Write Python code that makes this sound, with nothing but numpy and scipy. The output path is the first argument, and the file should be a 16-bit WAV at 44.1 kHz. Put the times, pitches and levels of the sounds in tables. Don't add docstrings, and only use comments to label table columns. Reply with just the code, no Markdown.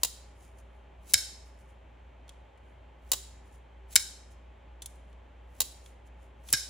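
import sys
import numpy as np
from scipy import signal
from scipy.fft import rfft, irfft, next_fast_len
from scipy.io import wavfile
from scipy.ndimage import uniform_filter1d

SR = 44100
rng = np.random.default_rng(int(sys.argv[2]) if len(sys.argv) > 2 else 0)


def file_out(sig):
    cols = np.atleast_2d(sig).T
    lim = np.clip(cols, -1, 1)
    pcm = np.round(lim * 32767).astype(np.int16)
    wavfile.write(sys.argv[1], SR, pcm)


N = 295071
TIME = np.arange(N) / SR


def from_db(db):
    return 10 ** (np.asarray(db) / 20)


def at_hz(points, hz, axis=1):
    table = np.array(points)
    return np.interp(np.log(hz + 1), np.log(table[:, 0]), table[:, axis])


def bins(size):
    return np.arange(size // 2 + 1) * SR / size


def rms_one(x):
    return x / np.sqrt(np.mean(x ** 2) + 1e-20)


def add(out, s, sound):
    start = max(0, round(s * SR))
    out[:, start:start + sound.shape[-1]] += sound[..., :N - start]


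def colour(x, gain):
    size = x.shape[-1]
    cepstrum = irfft(np.log(gain + 1e-9), size)
    cepstrum[1:size // 2] *= 2
    cepstrum[size // 2 + 1:] = 0
    return irfft(rfft(x) * np.exp(rfft(cepstrum)), size)


def spread(pair, width):
    mid = pair[0]
    side = colour(pair[1], from_db(at_hz(width, bins(pair.shape[-1]))))
    return np.array([mid + side, mid - side])


def resonant(modes, floor_gain, hz):
    peaks = sum(from_db(db) ** 2 / (1 + 2 * ((hz - centre) / width) ** 2) ** 2
                for centre, width, db in modes)
    return np.sqrt(floor_gain ** 2 + peaks)


def noise(spectrum, width, modes=()):
    size = 2 * next_fast_len(N // 2 + 1)
    hz = bins(size)
    white = spread(rng.standard_normal((2, size)), width)
    gain = resonant(modes, from_db(at_hz(spectrum, hz)), hz)
    return rms_one(colour(white, gain)[:, :N])


def drift(per_s):
    knots = rng.standard_normal(1000)
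    return rms_one(np.interp(TIME * per_s, np.arange(len(knots)), knots))


# pitch in Hz, level in dB.
WHINE = [(3130, -84), (6260, -102)]
HUM_HZ, HUM_LEVEL_DB = 59.3, -52.5
HUM_WAVER_DB, HUM_WAVER_PER_S = 1.5, 12


def hum(waver_rad):
    phase = 2 * np.pi * HUM_HZ * TIME + waver_rad * drift(HUM_WAVER_PER_S / 2)
    low = from_db(HUM_LEVEL_DB + HUM_WAVER_DB * drift(HUM_WAVER_PER_S)) * np.sin(phase)
    whine = sum(from_db(db) * np.sin(2 * np.pi * hz * TIME) for hz, db in WHINE)
    return np.sqrt(2) * (low + whine)


# frequency in Hz, relative density in dB per Hz.
FAN = [(20, -20), (45, 1.5), (80, 6), (120, -1.5), (200, -5), (450, -8), (900, -8), (1300, -15),
       (2300, -15.5), (3250, -20.5), (5000, -37), (7450, -37), (8500, -44.5), (15500, -53.5), (16200, -70)]
# frequency in Hz, side level in dB.
FAN_WIDTH = [(60, -24.5), (130, -17), (290, -8.5), (640, -2), (1400, -4.5), (3000, -11), (7000, -2.5),
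             (15000, -0.5)]
# centre in Hz, width in Hz, level in dB.
FAN_MODES = [(257, 18, -6.5), (389, 12, -0.5), (545, 26, -3), (600, 15, -4.5), (645, 16, -5), (833, 16, -2),
             (868.7, 14, -4)]
FAN_DB = -58


def fan():
    return from_db(FAN_DB) * noise(FAN, FAN_WIDTH, FAN_MODES)


# frequency in Hz, side level in dB.
WIDTH = [(100, -20), (400, -4.5), (700, -2.5), (1300, -17.5), (2400, -19), (4400, -9.5), (7000, -3),
         (15000, 2)]
# frequency in Hz, level in dB.
SKIN = [(300, -21), (2000, -5), (4500, -2.5), (7000, 0), (9000, -4), (11000, -3.5), (13000, -10),
        (15300, -6), (16200, -25.5)]


def friction(modes, grain_db, grain_size):
    grain = rms_one(uniform_filter1d(rng.standard_normal(N), size=grain_size))
    return rms_one(noise(SKIN, WIDTH, modes) * from_db(grain_db * grain))


# time of full speed in seconds, level in dB, run-up in seconds.
SWINGS = [(.02, -62.5, .1), (1.108, -46, .08), (3.924, -46, .037), (6.505, -46.5, 0.08),
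          (3.098, -65.5, .125), (5.59, -63, 0.15)]
# centre in Hz, width in Hz, level in dB.
PIVOT = [(3950, 400, -2.5), (6300, 500, 0.5), (7800, 400, 2), (10900, 600, 5), (15100, 700, 0)]
SWING_RANGE_DB, SWING_STOP_S = 29.5, 0.09


def pivot():
    level = 0
    for s, db, run_up in SWINGS:
        distance = np.maximum((s - TIME) / run_up, (TIME - s) / SWING_STOP_S)
        level = level + from_db(db - SWING_RANGE_DB * distance)
    return level * friction(PIVOT, grain_db=2.6, grain_size=160)


def chatter(t60, rise_s, size, treble_hz=11000, treble_life=0.79):
    t, hz = np.arange(size) / SR, bins(size)
    white = rng.standard_normal((2, size))
    treble = irfft(rfft(white) / (1 + (treble_hz / (hz + 1)) ** 6), size)
    body = (white - treble) * from_db(-60 * t / t60)
    top = treble * from_db(-60 * t / (t60 * treble_life))
    burst = (body + top) * (1 - np.exp(-t / rise_s))
    power = uniform_filter1d(np.abs(rfft(burst)) ** 2, size=55, axis=-1)
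    return np.array([colour(b, (p + 1e-12) ** -.5) for b, p in zip(burst, power)])


def strikes(events, modes, crack, rise_s, crack_db, room_crack_db, favour_db=3.0, size=4096):
    direct, thrown, hz = np.zeros((2, N)), np.zeros((2, N)), bins(size)
    octaves = np.log2(np.clip(hz, 1500, None) / 6000)
    for s, db, t60, tilt_db, favoured_hz, room_db in events:
        favour = favour_db / (1 + ((hz - favoured_hz) / 300) ** 2)
        grip = from_db(tilt_db * octaves + favour)
        burst = spread(chatter(t60, rise_s, size), WIDTH)
        for out, gain_db, floor_db in ((direct, 0, crack_db), (thrown, room_db, room_crack_db)):
            floor = from_db(at_hz(crack, hz) + floor_db)
            click = rms_one(colour(burst, resonant(modes, floor, hz) * grip))
            add(out, s, from_db(db + gain_db) * click * np.sqrt(.004 * SR / size))
    return np.array([direct, thrown])


# start in seconds, level in dB, t60 in seconds,
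# treble tilt in dB per octave, favoured frequency in Hz, send to the room in dB.
CLOSINGS = [(.0326, -15.8, .024, -.3, 5150, -.7), (.0465, -23, .048, -1, 7000, -1.5),
            (3.1166, -16, .032, -.3, 7200, -.3), (3.1322, -22.5, 0.045, -2, 7500, -1),
            (5.6034, -16.5, 0.028, 0.04, 10900, -1.5), (5.6150, -24, 0.044, -0.5, 4080, -1)]
# centre in Hz, width in Hz, level in dB.
HANDLE = [(600, 260, -4.5), (980, 280, -2), (1520, 200, -10), (1984, 150, -5), (2870, 260, 2.5),
          (3935, 220, 7), (4440, 300, 4), (5150, 380, 4.5), (6250, 270, 6), (7060, 120, 14),
          (7750, 380, 6.5), (8800, 200, 6), (9800, 300, 1.5), (10850, 200, 8), (13640, 260, 5),
          (14980, 290, 10.5)]
# frequency in Hz, level in dB before the crack offsets.
CLOSE_CRACK = [(80, -22.5), (300, -14.5), (1000, -17.5), (2300, -17.5), (3500, -5), (8000, -8.5),
               (10500, -8), (12200, -11.5), (16000, -10)]


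def closings():
    return strikes(CLOSINGS, HANDLE, CLOSE_CRACK, rise_s=.00045, crack_db=5.0, room_crack_db=11.0)


# frequency in Hz, level in dB, t60 in seconds.
ROOM = [(99.84, -14.5, .3), (600, -16, .35), (1600, -15, 0.68), (2600, -14.5, 0.6), (4000, -11.8, .56),
        (5500, -13, 0.57), (7500, -12.5, .52), (11020, -13.8, .41), (12200, -17.5, .34),
        (15600, -19.5, .34), (16100, -45, .3)]


def unit_decay(db, t60, t):
    return from_db(db - 60 * t / t60) * np.sqrt(2 * np.log(1000) / (t60 * SR))


def room(x, early_db, early_t60, wall_s, before_wall_db, wall_db, side_db):
    size = 2 ** 15
    t, hz = np.arange(size) / SR, bins(size)
    spectrum, tail = rfft(rng.standard_normal((2, size))), 0
    centres = np.log([row[0] for row in ROOM])
    for k, (centre, db, t60) in enumerate(ROOM):
        share = np.interp(np.log(hz + 1), centres, np.arange(len(ROOM)) == k)
        tail = tail + irfft(spectrum * share) * unit_decay(db, t60, t)
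    swell = from_db(np.interp(t, [wall_s - .004, wall_s, 2 * wall_s], [before_wall_db, wall_db, 0]))
    early = rng.standard_normal((2, size)) * unit_decay(early_db, early_t60, t)
    early = signal.sosfilt(signal.butter(2, 9000, fs=SR, output="sos"), early)
    mid, side = (tail * swell + early) * (t > .008)
    side = from_db(side_db) * side
    response = np.array([mid + side, mid - side])
    return signal.fftconvolve(x, response, axes=-1)[:, :N]


# middle in seconds, level in dB, length in seconds.
RUBS = [(0.441, -63, .13), (0.593, -64, 0.043), (.76, -82, 0.16), (1.47, -71.5, 0.13), (1.608, -69, 0.065),
        (1.7, -73, 0.075), (2.69, -81, .17), (3.473, -74, .06), (3.544, -66.5, 0.074), (4.321, -66, 0.044),
        (5.1, -79, .08), (5.868, -62, 0.087), (6.072, -68, .03), (6.236, -69.5, .075)]
# centre in Hz, width in Hz, level in dB.
SCALES = [(6900, 900, 4), (9500, 1400, 3.5)]
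RUB_EDGE_DB = 12


def fingers():
    level = sum(from_db(db - RUB_EDGE_DB * np.abs(2 * (TIME - s) / length) ** 1.1)
                for s, db, length in RUBS)
    return level * friction(SCALES, grain_db=2.4, grain_size=120)


# start in seconds, level in dB, t60 in seconds,
# treble tilt in dB per octave, favoured frequency in Hz, send to the room in dB.
SNAPS = [(1.1364, -14, .012, 1, 11240, -.5), (3.9564, -11, .024, 0, 7400, -1),
         (6.5264, -27, .02, -5, 6200, -3), (6.5282, -15.5, .005, 1, 10700, 1)]
# centre in Hz, width in Hz, level in dB.
LOCK_BAR = [(3150, 250, -2), (5150, 300, -2), (6030, 300, 2.5), (7500, 450, 6.5), (8705, 350, 0.5),
            (10360, 400, 7.5), (11106, 300, 10.5), (12525, 440, -1), (14900, 770, 4)]
# frequency in Hz, level in dB before the crack offsets.
SNAP_CRACK = [(100, -20.5), (500, -18.5), (1000, -14), (2200, -13.5), (4000, -5), (9000, -3),
              (13000, -11.5), (16000, -7)]


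def snaps():
    return strikes(SNAPS, LOCK_BAR, SNAP_CRACK, rise_s=.00015, crack_db=0.5, room_crack_db=7.0)


# start in seconds, level in dB, t60 in seconds,
# treble tilt in dB per octave, favoured frequency in Hz, send to the room in dB.
STOPS = [(1.1402, -11.5, .016, 0.1, 5124, 3.5), (3.9603, -10.5, 0.019, -1, 7300, -1.5),
         (3.9735, -27, .06, -2, 5460, 0.5), (6.5330, -16.5, 0.05, -0.5, 5400, 6.5)]
# centre in Hz, width in Hz, level in dB.
BLADE = [(1596, 150, 1.5), (2210, 400, 1.5), (3040, 280, 0), (3805, 170, 6.5), (4330, 330, -0.5),
         (5030, 120, 7.5), (5356, 170, 9.5), (6020, 280, 3.5), (6456, 300, 1.5), (7036, 150, 7.5),
         (7340, 160, 9), (7795, 250, 1.5), (8545, 250, 0.5), (9010, 270, -2.5), (11090, 410, -2.5),
         (13600, 260, -5.5), (15000, 500, -9)]
# frequency in Hz, level in dB before the crack offsets.
STOP_CRACK = [(100, -17), (500, -25), (1200, -21), (1600, -12), (2700, -16.5), (4000, -2), (8000, -6.5),
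              (12000, -9.5), (16000, -19)]


def stops():
    return strikes(STOPS, BLADE, STOP_CRACK, rise_s=.0009, crack_db=0.5, room_crack_db=6.0)


# start in seconds, level of the ring in dB, level of the flex in dB.
RINGS = [(1.141, -11, -29), (3.961, -12.5, -37), (6.538, -9.5, -25.5)]
# centre in Hz, level in dB relative to the ring, t60 in seconds.
RING = [(1580, -37, .42), (3850, -40.5, .4), (5080, -38, .55), (5380, -35, 0.55), (6040, -41.5, .55),
        (7300, -44, .35)]
RING_WIDTH_HZ = 110
FLEX_HZ, FLEX_T60_S = 1620, .07


def blade_ring(size=2 ** 16):
    out, t, hz = np.zeros((2, N)), np.arange(size) / SR, bins(size)
    for s, db, flex_db in RINGS:
        add(out, s, from_db(flex_db - 60 * t / FLEX_T60_S) * np.sin(2 * np.pi * FLEX_HZ * t))
        for centre, mode_db, t60 in RING:
            band = resonant([(centre, RING_WIDTH_HZ, 0)], 0, hz)
            mid, side = rms_one(irfft(rfft(rng.standard_normal((2, size))) * band))
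            side = side * from_db(at_hz(WIDTH, centre))
            decay = from_db(db + mode_db - 60 * t / t60)
            add(out, s, np.array([mid + side, mid - side]) * decay)
    return out


# start in seconds, level in dB, pitch in Hz, t60 in seconds.
JOLTS = [(1.150, -36, 85, .1), (3.966, -44.5, 90, .08), (6.536, -32, 125, .061), (6.534, -35, 290, 0.046)]


def jolts():
    out, t = np.zeros((2, N)), TIME[:SR // 4]
    for s, db, hz, t60 in JOLTS:
        thud = from_db(db - 60 * t / t60) * np.sin(2 * np.pi * hz * t)
        add(out, s, thud * (1 - np.exp(-t / 0.002)))
    return out


# start in seconds, level in dB, t60 in seconds,
# treble tilt in dB per octave, favoured frequency in Hz, send to the room in dB.
TICKS = [(2.2795, -59, .03, -8, 5000, -4), (2.2920, -47, 0.024, -6, 3300, -1),
         (2.320, -67, .03, -4, 3300, -2), (2.575, -69, .04, -6, 8000, -3),
         (4.8205, -38, .034, -1.5, 3400, 2), (4.8590, -35.5, 0.027, 2, 3400, -3.5),
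         (4.956, -64.5, .03, 1, 4500, -2), (5.128, -66, 0.031, -9, 4200, -2),
         (5.8605, -52, .02, -7, 2300, -2), (6.4875, -42, 0.031, -6, 2500, 0)]
# centre in Hz, width in Hz, level in dB.
DETENT = [(3400, 260, 10), (4200, 460, 2.5), (6050, 460, 5.5), (7200, 550, 6.5), (8840, 600, 5.5),
          (10730, 870, 6.5), (13600, 400, -4), (15000, 400, -5)]
# frequency in Hz, level in dB before the crack offsets.
TICK_CRACK = [(200, -23.5), (1500, -15), (2400, -6), (3200, -5.5), (7000, 0), (10500, 0), (12500, -9),
              (16000, -8)]


def ticks():
    return strikes(TICKS, DETENT, TICK_CRACK, rise_s=0.00031, crack_db=0.2, room_crack_db=4.0)


def scene():
    contacts = closings() + snaps() + stops() + ticks()
    direct, thrown = contacts + pivot() + fingers()
    echo = room(thrown, early_db=-9, early_t60=0.077, wall_s=0.036,
                before_wall_db=-7.5, wall_db=1.5, side_db=-4.5)
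    return direct + echo + blade_ring() + jolts() + hum(waver_rad=.15) + fan()


def record(dry):
    return signal.sosfilt(signal.cheby2(16, 60, 17100, fs=SR, output="sos"), dry)


dry = scene()
out = record(dry)
file_out(out)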